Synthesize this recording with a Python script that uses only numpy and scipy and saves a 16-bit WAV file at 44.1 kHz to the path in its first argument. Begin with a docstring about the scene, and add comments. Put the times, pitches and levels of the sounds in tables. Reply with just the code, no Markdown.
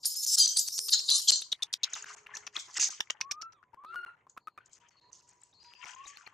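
"""Stuttering macaques on leaf litter

An infant screeches with thin whistles on top, feet scuff leaves and grit, young ones coo and chirp.
Screeches are noise in throat resonances, whistles and calls are sines, litter is clumped ringing cracks.
About nine and a half times a second two slowed scraps of the scene cut in hard, with a short blur behind.
"""
import sys
import numpy as np
from scipy import signal
from scipy.fft import rfft, irfft
from scipy.io import wavfile
from scipy.ndimage import map_coordinates

SR = 44100
rng = np.random.default_rng(int(sys.argv[2]) if len(sys.argv) > 2 else 0)


def file_out(sig):
    """Save sig as 16-bit WAV at sys.argv[1]."""
    # one column per channel
    cols = np.atleast_2d(sig).T
    # limit, then scale
    lim = np.clip(cols, -1, 1)
    pcm = np.round(lim * 32767).astype(np.int16)
    wavfile.write(sys.argv[1], SR, pcm)


N = 279153
FIRST_STUTTER_S, STUTTER_EVERY_S, STUTTER_S = .0402, .10551, .0133


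def amp(db):
    """dB to gain."""
    return 10 ** (np.asarray(db) / 20)


def rms_one(x):
    """Scale to rms 1."""
    return x / np.sqrt(np.mean(x ** 2) + 1e-20)


def at_hz(points, hz):
    """Read a spectrum in dB on a log-frequency axis."""
    points_hz, points_db = np.transpose(points)
    return np.interp(np.log(hz), np.log(points_hz), points_db)


def drift(corner_hz):
    """Smooth chance of spread 1: noise through two equal low-pass poles, drawn at every 8th sample."""
    r = np.exp(-16 * np.pi * corner_hz / SR)
    noise = rng.standard_normal(N // 8 + 1202)
    slow = signal.lfilter([1], [1, -2 * r, r * r], noise)[1200:]  # settled part
    return np.interp(np.arange(N) / 8, np.arange(len(slow)), rms_one(slow))


def resonance(x, hz, width_hz):
    """Two poles, gain 1 on top."""
    r = np.exp(-np.pi * width_hz / SR)
    zeros = np.array([1, 0, -1]) * (1 - r * r) / 2
    poles = [1, -2 * r * np.cos(2 * np.pi * hz / SR), r * r]
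    return signal.lfilter(zeros, poles, x + 1e-18)


def twice(x, hz, width_hz):
    """The same resonance twice: steep flanks."""
    return resonance(resonance(x, hz, width_hz), hz, width_hz)


def swells(rows):
    """Level in dB of each layer: every event rises to its peak and falls away in straight dB slopes."""
    out = np.full((len(rows[0]) - 3, N), -140.)
    t = np.arange(N) / SR
    for peak_s, *levels_db, rise, fall in rows:
        a, b = max(int((peak_s - .6) * SR), 0), int((peak_s + .9) * SR)
        late_s = t[a:b] - peak_s
        slope_db = np.where(late_s < 0, abs(rise) * late_s, -abs(fall) * late_s)
        out[:, a:b] = np.maximum(out[:, a:b], np.array(levels_db)[:, None] + slope_db)
    return out


def voiced(calls, orders, wobble, flutter_db):
    """Harmonic calls; each partial flutters in level on its own, strain shifts all but the first listed."""
    out, unsteady, fade_s = np.zeros(N), 1 + wobble * drift(48.7), .0091
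    # higher partials flutter more
    partials_db = [db + flutter_db * np.sqrt(k) * drift(38) for k, db in orders]
    for rows in calls:
        s, *columns = np.transpose(rows)
        at = np.arange(round(s[0] * SR), min(round((s[-1] + fade_s) * SR), N))
        hz, level_db, strain_db = [np.interp(at / SR, s, c) for c in columns]
        phase = 2 * np.pi * np.cumsum(hz * unsteady[at]) / SR
        first, *over = [amp(db[at]) * np.sin(k * phase) for (k, _), db in zip(orders, partials_db)]
        fade = np.clip(np.minimum(at - at[0], at[-1] - at) / SR / fade_s, 0, 1)
        out[at] += fade * amp(level_db) * (first + amp(strain_db) * sum(over))
    return out


# background spectrum: pitch_hz, relative_db
AIR_SPECTRUM = [(15, -66.5), (25, -11.5), (114, 10), (229, -1.5), (405, 4), (624, -1.5), (887, 0), (962, 8),
                (1260, -6.5), (1650, -52.5), (5570, -58.5), (6560, -22.5), (16000, -52)]
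AIR_DB = -76.0  # typical, rms of the part alike in both ears


def air():
    """Far road rumble and hiss: shaped noise, gently patchy, partly alike in both ears."""
    hz = np.maximum(np.fft.rfftfreq(N, 1 / SR), 10)
    shape = amp(at_hz(AIR_SPECTRUM, hz))
    mid, side = irfft(rfft(rng.standard_normal((2, N))) * shape, N)
    return amp(AIR_DB + 2.0 * drift(3.6)) * rms_one(mid + 0.13 * side * np.array([[1], [-1]]))


# throat resonances in four groups (low, mouth, upper, top): pitch_hz, width_per_pass_hz, relative_db
THROAT = [
    [(3170, 430, -11.5), (3874, 370, -4.5), (4223, 460, 3), (4750, 110, 1.5)],
    [(5406, 840, 2), (5976, 500, 0.5), (6720, 280, -0.5), (7454, 390, 0), (7900, 620, -6)],
    [(9296, 990, 5.5), (10500, 800, 0)],
    [(12000, 980, -4.5), (13500, 1000, -17.5)],
]
# screech bursts: peak_s, low_db, mouth_db, upper_db, top_db, rise_db_per_s, fall_db_per_s
BURSTS = [(.034, -47.5, -51.5, -57.5, -70, 3000., 100.), (0.056, -35.5, -26, -26, -36, 4999.5, 500.),
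          (.1, -50.5, -39.5, -44, -43, 400., 40.), (.17, -48, -33.5, -39.5, -42, 300., 277.2),
          (0.234, -46, -28, -41, -39.5, 698, 59.5), (0.349, -48, -25, -35.5, -38, 199.5, 701.5),
          (.386, -22, -19.5, -29, -33, 1300., 350.), (0.439, -32.5, -27, -46.5, -65, 100., 170.4),
          (0.594, -34, -23.5, -33, -40, 701, 419), (.66, -49, -44, -50, -51, 99.5, 92.1),
          (.732, -58.5, -42, -48, -48.5, 301, 62), (.85, -59.5, -45, -45, -52, 61.5, 58.5),
          (.905, -43, -50, -39, -41.5, 400., 300.), (0.938, -18.5, -21, -43, -60, 798, 699.5),
          (.975, -34, -40, -58, -80, 300., 200.), (1.09, -22, -55, -65, -87, 2500., 300.),
          (1.115, -26, -30.5, -48.5, -62, 1500., 150.), (1.156, -29.5, -26, -33, -66, 203.5, 243),
          (1.25, -46.5, -43.5, -50.5, -55, 60., 200.), (1.287, -19.5, -21, -52, -80, 1505.5, 221.5)]
GROUP_EDGE = 1.15  # each group is cut this far above its highest resonance


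def screeches():
    """Vocal folds flap chaotically: lumpy noise in throat resonances that swell and fade in groups."""
    out = np.zeros(N)
    for modes, level_db in zip(THROAT, swells(BURSTS)):
        folds = rng.standard_normal(N) * amp(2.0 * drift(420))
        band = np.zeros(N)
        for hz, width_hz, db in modes:
            band += amp(db + 3.9 * drift(9.7)) * rms_one(twice(folds, hz, width_hz))
        edge_hz = min(GROUP_EDGE * modes[-1][0], SR / 2.2)
        top_cut = signal.butter(6, edge_hz, fs=SR, output="sos")
        out += amp(level_db) * rms_one(signal.sosfilt(top_cut, band))
    low_cut = signal.butter(6, 2900, "high", fs=SR, output="sos")
    return signal.sosfilt(low_cut, out)


# whistles in the screeches and far chirps:
# start_s, length_s, from_hz, to_hz, first_db, last_db, roughness (0-1)
WHISTLES = [(0.052, .08, 9400, 14940, -25.5, -53.5, .05), (0.143, .075, 14000, 13000, -54, -50, .4),
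            (0.211, .14, 13000, 13960, -48, -46, .5), (.095, .06, 4900, 5080, -40, -42, .3),
            (.16, .055, 5050, 5310, -34.5, -34, .12), (.1, .255, 10700, 10500, -48, -44.5, .3),
            (.578, .05, 7800, 13700, -27, -47, .15), (.625, .05, 13600, 13800, -40, -53, .1),
            (0.685, .095, 13700, 12640, -60, -49, .4), (.056, .165, 6910, 6600, -40.5, -55.5, .4),
            (0.258, .105, 7150, 7680, -46, -26.5, .45), (0.561, .16, 4750, 4750, -25.5, -60, .27),
            (0.719, .18, 5640, 5384, -34.5, -42.5, .45), (0.726, .15, 9500, 9170, -56, -43, .15),
            (0.806, .085, 12330, 12300, -50.5, -40.5, .35), (0.922, .15, 4000, 4194, -19, -50.5, .35),
            (1.08, .017, 3700, 3800, -30, -26, .15), (1.108, .15, 4000, 4130, -20.5, -56.5, .15),
            (1.152, .05, 8800, 11600, -32.5, -42.5, .1), (1.208, .085, 12500, 12660, -53, -47, .2),
            (1.273, .035, 3490, 3001, -26, -33.5, .22), (3.54, .06, 4000, 3320, -79, -82, .35),
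            (3.86, .07, 4100, 4030, -66, -71, .8), (4.4, .25, 4452, 4254, -78, -89, .3),
            (4.905, .055, 4530, 4400, -77, -74, 0.07), (4.965, .14, 4300, 4180, -64, -70, .35),
            (5.54, .17, 4400, 4150, -63, -69, .35), (5.6, .225, 4880, 4850, -57, -66, .2), ]
GLIDE = 2.2  # time constants of the glide in one whistle


def whistles():
    """Near sines that glide and settle; roughness shakes pitch and level."""
    out, shake, flutter = np.zeros(N), drift(400), drift(99)
    for s, length_s, from_hz, to_hz, first_db, last_db, rough in WHISTLES:
        a, b = round(s * SR), round((s + length_s) * SR)
        u = np.linspace(0, 1, b - a)
        glided = (1 - np.exp(-GLIDE * u)) / (1 - np.exp(-GLIDE))
        hz = from_hz + (to_hz - from_hz) * glided
        phase = 2 * np.pi * np.cumsum(hz + 500 * rough * shake[a:b]) / SR
        fade = np.clip(np.minimum(u, 1 - u) * length_s / 0.0035, 0, 1)
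        level_db = first_db + (last_db - first_db) * u + 2.2 * rough * flutter[a:b]
        out[a:b] += fade * amp(level_db) * np.sin(phase)
    return out


# pitched end of one screech: time_s, pitch_hz, level_db, strain_db
SQUEAL = [(.39, 1611, -31.5, 4), (.405, 1613, -27, 6), (.43, 1577, -22, -4), (.47, 1599, -44.5, 6),
          (.56, 1591, -46, 2.5)]
# its partials: multiple, relative_db
SQUEAL_ORDERS = [(2, -6.5), (3, 1), (4, -2.5), (5, -5.5)]


def squeal():
    """Unsteady harmonic voice with no partial at the pitch itself."""
    return voiced([SQUEAL], SQUEAL_ORDERS, wobble=.011, flutter_db=2.2)


# faint low tone: start_s, length_s, nominal_hz (sounds at 0.97 of it), level_db
LOW_TONE = [(.72, 0.33, 434, -72), (1.9, .65, 430, -73), (3.845, 0.23, 387.2, -69)]


def low_tone():
    """A wavering sine that fades in and out."""
    calls = []
    for s, length_s, hz, db in LOW_TONE:
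        calls.append([(s, hz, db - 7.5, 0), (s + .25 * length_s, hz, db, 0), (s + length_s, hz, db - 5, 0)])
    return voiced(calls, [(0.97, 0.0042)], wobble=0.011, flutter_db=3.0)


DIP_LEAD_S, DIP_WIDTH_S, DIP_DB = .023, .006, -9


def dips():
    """Gain that sags briefly ahead of every stutter beat."""
    half_s = STUTTER_EVERY_S / 2
    since_dip_s = np.arange(N) / SR - FIRST_STUTTER_S + DIP_LEAD_S
    late_s = (since_dip_s + half_s) % STUTTER_EVERY_S - half_s
    return amp(DIP_DB * np.exp(-(late_s / DIP_WIDTH_S) ** 2))


# one list per coo, before the dips: time_s, pitch_hz, level_db, strain_db
COOS = [
    [(.98, 1147, -76.5, 3), (1.11, 1137, -66, -5), (1.176, 1178, -51.5, -4), (1.25, 1240, -102, 0)],
    [(3.215, 1039, -50, -26), (3.3, 1157, -48, -20), (3.38, 1230, -47.5, -20.5), (3.43, 1328, -40, -16),
     (3.5, 1348, -53.5, -16.5), (3.545, 1300, -74.5, 3), (3.58, 1169, -64, 0.5), (3.62, 1015, -72.5, -23.5),
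     (3.7, 999, -76, -5)],
    [(3.77, 1043, -50.5, -20), (3.84, 1192, -52, -15), (3.89, 1318, -45.5, -10), (3.96, 1437, -36, -1.5),
     (4.01, 1408, -38.5, -7), (4.045, 1426, -41, 1), (4.075, 1386, -49, 3.5), (4.105, 1305, -58.5, 4),
     (4.16, 1390, -76.5, 1)],
    [(4.8, 950, -78, -10), (4.83, 960, -65.5, -9), (4.95, 932, -86.5, -14), (5.066, 971, -64, -3),
     (5.15, 1060, -71, -5), (5.226, 968, -71.5, -5), (5.4, 979, -70.5, -7), (5.5, 973, -78, -16)],
    [(5.62, 967, -72, 5.5), (5.68, 957, -58, -14), (5.76, 965, -95.5, -12), (5.8, 993, -57, -22),
     (5.9, 1001, -63, -27), (5.97, 1041, -48.5, -31), (6.03, 1119, -51, -28), (6.12, 1142, -60.5, -27),
     (6.22, 1157, -65.5, 5)],
    [(5.825, 1380, -56, -7), (5.86, 1419, -53.5, -6), (5.892, 1470, -75, -17.5)],
]
# their partials: multiple, relative_db
COO_ORDERS = [(1, 0), (2, -16), (3, -27), (6, -42), (7, -37), (8, -50)]


def coos():
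    """Steady harmonic voices whose level dips briefly ahead of every stutter."""
    return dips() * voiced(COOS, COO_ORDERS, wobble=.003, flutter_db=1.1)


def crackle(spectrum, per_s, spread_db, cycles, patchy_db, count=18):
    """Clumped random cracks, dealt to short rings over the spectrum, each pitch in patches; rms 1."""
    sizes = amp(spread_db * np.minimum(rng.exponential(1, N), 5)) * rng.choice([-1, 1], N)
    born = rng.random(N) < per_s * amp(3.0 * drift(60)) / SR
    dealt = rng.integers(0, count, N)
    out = np.zeros(N)
    for k, hz in enumerate(np.geomspace(spectrum[0][0], spectrum[-1][0], count)):
        ring = rms_one(twice(sizes * born * (dealt == k), hz, hz / cycles)) * np.sqrt(hz)
        out += amp(at_hz(spectrum, hz) + patchy_db * drift(31)) * ring
    return rms_one(out)


# litter colours, on top of a sqrt(pitch) tilt: pitch_hz, relative_db
COARSE = [(600, -16), (1000, -1.5), (1500, 1.5), (2100, -5)]
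FINE = [(1800, 0.5), (2300, 0.5), (3000, 3), (3800, -19)]
LEAVES = [(3000, -4), (4000, 3), (5200, 10), (6600, 17), (8000, 4), (9500, -39), (13000, -26)]
# feet in the litter, and the coo's breathy noise at 3.936 and 4.07 s: peak_s, coarse_db, fine_db, leaves_db,
# rise_db_per_s, fall_db_per_s
STEPS = [(1.856, -59, -50, -81, 403, 203), (1.94, -58, -62, -41.5, 1499, 150.),
         (1.968, -42, -45, -41.5, 302, 500.), (2.1, -50, -52.5, -48, 150., 180.5),
         (2.316, -53.5, -64, -81, 197, 112.5), (2.352, -54, -75, -43.5, 1504, 355),
         (2.435, -58, -72, -66, 250., 300.), (2.563, -46, -45.5, -40, 900., 509),
         (2.598, -68, -70, -39, 500., 500.), (2.65, -69, -75, -55, 200., 127),
         (2.696, -55.5, -65, -69, 250., 376.5), (2.772, -43, -29.5, -31, 1196, 406),
         (2.83, -47.5, -44.5, -21, 309, 359), (2.878, -56, -50, -38, 298, 200.),
         (1.66, -64, -74, -93.5, 80., 80.), (2.978, -75, -52, -60, 2000., 900.),
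         (3.17, -62, -72, -90, 300., 200.), (3.02, -68, -84, -88, 299, 25.),
         (3.936, -58, -71.5, -80.5, 301.5, 70), (4.07, -62.5, -72.5, -94.5, 62, 161),
         (4.3, -84.5, -88.5, -67, 1400., 549.5), (4.608, -72.5, -74.5, -96, 400., 160.),
         (4.658, -76.5, -89, -64, 2993, 379), (4.736, -78, -83, -56.5, 748, 262.5),
         (4.85, -69, -68, -90, 100., 100.), (4.888, -80, -80, -70, 900., 300.),
         (5.03, -81, -82, -85, 62, 64), (5.135, -75.5, -80, -57, 700., 129),
         (5.19, -80, -80, -61, 300., 250.), (5.292, -76.5, -76, -64.5, 400.5, 157),
         (5.44, -80, -81, -68, 148, 117), (5.63, -69.5, -70, -69.5, 405.5, 90.),
         (5.72, -75, -65.5, -80, 142, 194), (5.835, -56, -48.5, -66, 507, 100.),
         (5.885, -51.5, -49, -52.5, 255, 182), (6.06, -67.5, -55.5, -61, 399.5, 78),
         (6.08, -69, -65, -50, 548.5, 350.), (6.188, -62, -68.5, -63, 378, 150.),
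         (6.3, -62.5, -79, -82.5, 59, 60.)]
RASP_DB = -31.5  # against the low resonances of the bursts


def scuffs():
    """Grit grinds low, dry leaves crackle high; the screeches' faint rasp shares the coarse colour."""
    coarse_db, fine_db, leaves_db = swells(STEPS)
    rasp_db = swells(BURSTS)[0] + RASP_DB
    grit = crackle(COARSE, per_s=2500., spread_db=3.1, cycles=4.0, patchy_db=7.9, count=8)
    coarse = (amp(coarse_db) + amp(rasp_db)) * grit
    fine = amp(fine_db) * crackle(FINE, per_s=4000., spread_db=3.6, cycles=6.8, patchy_db=4.5, count=8)
    leaves = amp(leaves_db) * crackle(LEAVES, per_s=7000., spread_db=1.6, cycles=8.9, patchy_db=3.1)
    return coarse + fine + leaves


# single leaves and twigs: start_s, peak_db, pitch_hz
SNAPS = [(1.934, -22.5, 6500), (1.9526, -37, 6900), (2.024, -31.5, 6640), (2.0408, -37, 1630),
         (2.3378, -37.5, 1806), (2.351, -33, 6180), (2.565, -20, 3594), (2.905, -32, 6260),
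         (2.9436, -50, 5230), (2.9773, -56, 6550), (4.2965, -46.5, 6674), (4.6049, -54.5, 1470),
         (4.659, -50.5, 6960), (4.7318, -45, 6500), (4.887, -53.5, 6460), (5.1299, -39, 6130),
         (5.2903, -51, 7800), (5.416, -50.5, 7520), (5.434, -44, 7530), (5.736, -42.5, 2603)]


def snaps():
    """A few ms of noise rings at the pitch of the thing that breaks."""
    length = 900
    out, t = np.zeros(N + length), np.arange(length) / SR
    for s, peak_db, hz in SNAPS:
        burst = rng.standard_normal(length) * np.exp(-t / 0.0023)
        crack = twice(burst, hz, 0.099 * hz)
        a = round(s * SR)
        out[a:a + length] += amp(peak_db) * crack / np.abs(crack).max()
    return out[:N]


def widened(x, side_db=-7):
    """First bounces off the ground, opposite in sign left and right, mostly in the treble."""
    bounces = np.diff(rng.standard_normal(300) * np.exp(-np.arange(300) / 90.))
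    bounces = bounces / np.sqrt(np.sum(bounces ** 2))
    return amp(side_db) * signal.fftconvolve(x, bounces)[:N] * np.array([[1], [-1]])


def surroundings(x, t60_s=0.28):
    """Scatter from trunks and ground: a short dull tail, unlike in both ears."""
    t = np.arange(round(.4 * SR)) / SR
    tail = rng.standard_normal((2, len(t))) * amp(-60 * t / t60_s) * np.minimum(t / 0.011, 1)
    tail = signal.lfilter([.4], [1, -.6], tail)
    tail /= np.sqrt(np.sum(tail ** 2, 1, keepdims=True))
    return signal.fftconvolve(x[None], tail, axes=1)[:, :N]


# balance of the direct sound: time_s, left_over_right_db
PAN = [(0.0, -0.5), (1.73, 0.5), (2.54, 4), (2.82, -2), (3.21, 9), (3.51, -3), (4.09, 3.5), (4.18, -0.5),
       (4.9, 8), (5.09, -6), (5.39, 3.5), (5.68, 3), (5.77, 11.5), (6.08, 7), (6.33, 4)]


def scene():
    """All sources, placed and scattered."""
    near = screeches() + whistles() + squeal() + low_tone() + coos() + scuffs() + snaps()
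    pan_db = np.interp(np.arange(N) / SR, *np.transpose(PAN))
    direct = near * amp([pan_db / 2, -pan_db / 2])
    return direct + widened(near) + amp(-10) * surroundings(near) + air()


SLOWED, AGES_S = .88, (.514, .425)  # speed of both scraps, age of each


def slowed_scrap(dry, a, b, age_s):
    """Earlier sound at lower speed and pitch; where none is old enough, time mirrors at zero."""
    at = np.abs(a - age_s * SR + SLOWED * np.arange(b - a))
    first, last = int(at.min()), int(at.max())
    return np.array([map_coordinates(ear[first:last + 2], [at - first]) for ear in dry])


def blurred(x, level_db=-14, t60_s=0.087):
    """A brief noisy blur of the scrap's own colour follows it."""
    blur = rng.standard_normal(1600) * amp(-60 * np.arange(1600) / SR / t60_s)
    blur = signal.sosfilt(signal.butter(2, 900, "high", fs=SR, output="sos"), blur)
    return amp(level_db) * signal.fftconvolve(x, blur[None] / np.linalg.norm(blur), axes=1)[:, :N]


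# stutters of set level, two scraps end to end: start_s, first_scrap_ms, first_db, second_db
STUTTERS = [(0.0399, 8.9, -43.5, -36.5), (0.1468, 13, -40.5, -41), (0.2514, 9.2, -44.5, -40),
            (0.3577, 7.5, -44, -41), (0.463, 5.8, -34, -32), (0.5677, 10.5, -22.5, -32.5),
            (0.6734, 9.3, -33.5, -29.5), (0.7787, 11.8, -31, -23), (0.8838, 9.7, -31, -32),
            (0.99, 10.2, -29.5, -37), (1.0958, 4.5, -42, -26), (1.2021, 8.8, -35.5, -43),
            (1.3063, 6.2, -38.5, -35), (1.4121, 7.9, -43, -35.5), (1.5179, 7.1, -34.5, -24),
            (1.6227, 8.9, -28, -31), (1.728, 10.5, -35.5, -23), (1.8332, 7.9, -25, -27.5),
            (1.939, 9, -41.5, -52), (2.2572, 5.4, -70.1, -46.5), (2.361, 6.3, -48.5, -38.5),
            (2.4668, 11.8, -39.5, -59), (2.5713, 8.9, -42.7, -49), (2.783, 7.5, -43, -39.5),
            (2.8889, 11, -46.5, -69), (2.996, 8.7, -55, -27.5), (3.1, 8.2, -29.5, -61),
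            (3.2059, 5.3, -44, -28.5), (3.311, 7, -29.5, -35.5), (3.4148, 10, -41, -50.5),
            (3.732, 13, -52, -48.5), (3.8381, 9.4, -51.5, -45), (3.945, 9, -43.5, -59.5),
            (4.2603, 7.7, -80, -54.5), (4.3661, 9.1, -51.5, -40.5), (4.4724, 11.4, -39.5, -56),
            (4.577, 9.8, -47, -54), (5.8439, 12.2, -53.5, -45), (6.054, 12, -54, -61),
            (6.1598, 12, -59, -44), (6.2643, 10.1, -50.5, -44.5)]
# all other stutters: level against the sound they repeat, range of the first scrap's length
FAINT_SCRAP_DB, FAINT_FIRST_MS = 0.5, (11, 12.)
CUTOFF_HZ = 16500


def record(dry):
    """Each stutter is overwritten by two slowed scraps, hard cut, with a blur behind; the top is cut."""
    out, scraps = dry.copy(), np.zeros_like(dry)
    listed = {round((row[0] - FIRST_STUTTER_S) / STUTTER_EVERY_S): row for row in STUTTERS}
    beats_s = np.arange(FIRST_STUTTER_S, N / SR - STUTTER_S, STUTTER_EVERY_S)
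    faint_ms = rng.uniform(*FAINT_FIRST_MS, len(beats_s))
    for k, (beat_s, seam_ms) in enumerate(zip(beats_s, faint_ms)):
        s, first_ms, *levels_db = listed.get(k, (beat_s, seam_ms, None, None))
        seams = np.round(np.array([s, s + first_ms / 1000, s + STUTTER_S]) * SR).astype(int)
        for a, b, age_s, db in zip(seams, seams[1:], AGES_S, levels_db):
            scrap = slowed_scrap(dry, a, b, age_s)
            if db is None:
                gain = amp(FAINT_SCRAP_DB)
            else:
                gain = amp(db) / np.sqrt(np.mean(scrap.mean(0) ** 2) + 1e-20)
            scraps[:, a:b] = gain * scrap
        out[:, seams[0]:seams[-1]] = 0
    out += scraps + blurred(scraps)
    return signal.sosfilt(signal.cheby2(16, 90, CUTOFF_HZ, fs=SR, output="sos"), out)


dry = scene()
out = record(dry)
file_out(out)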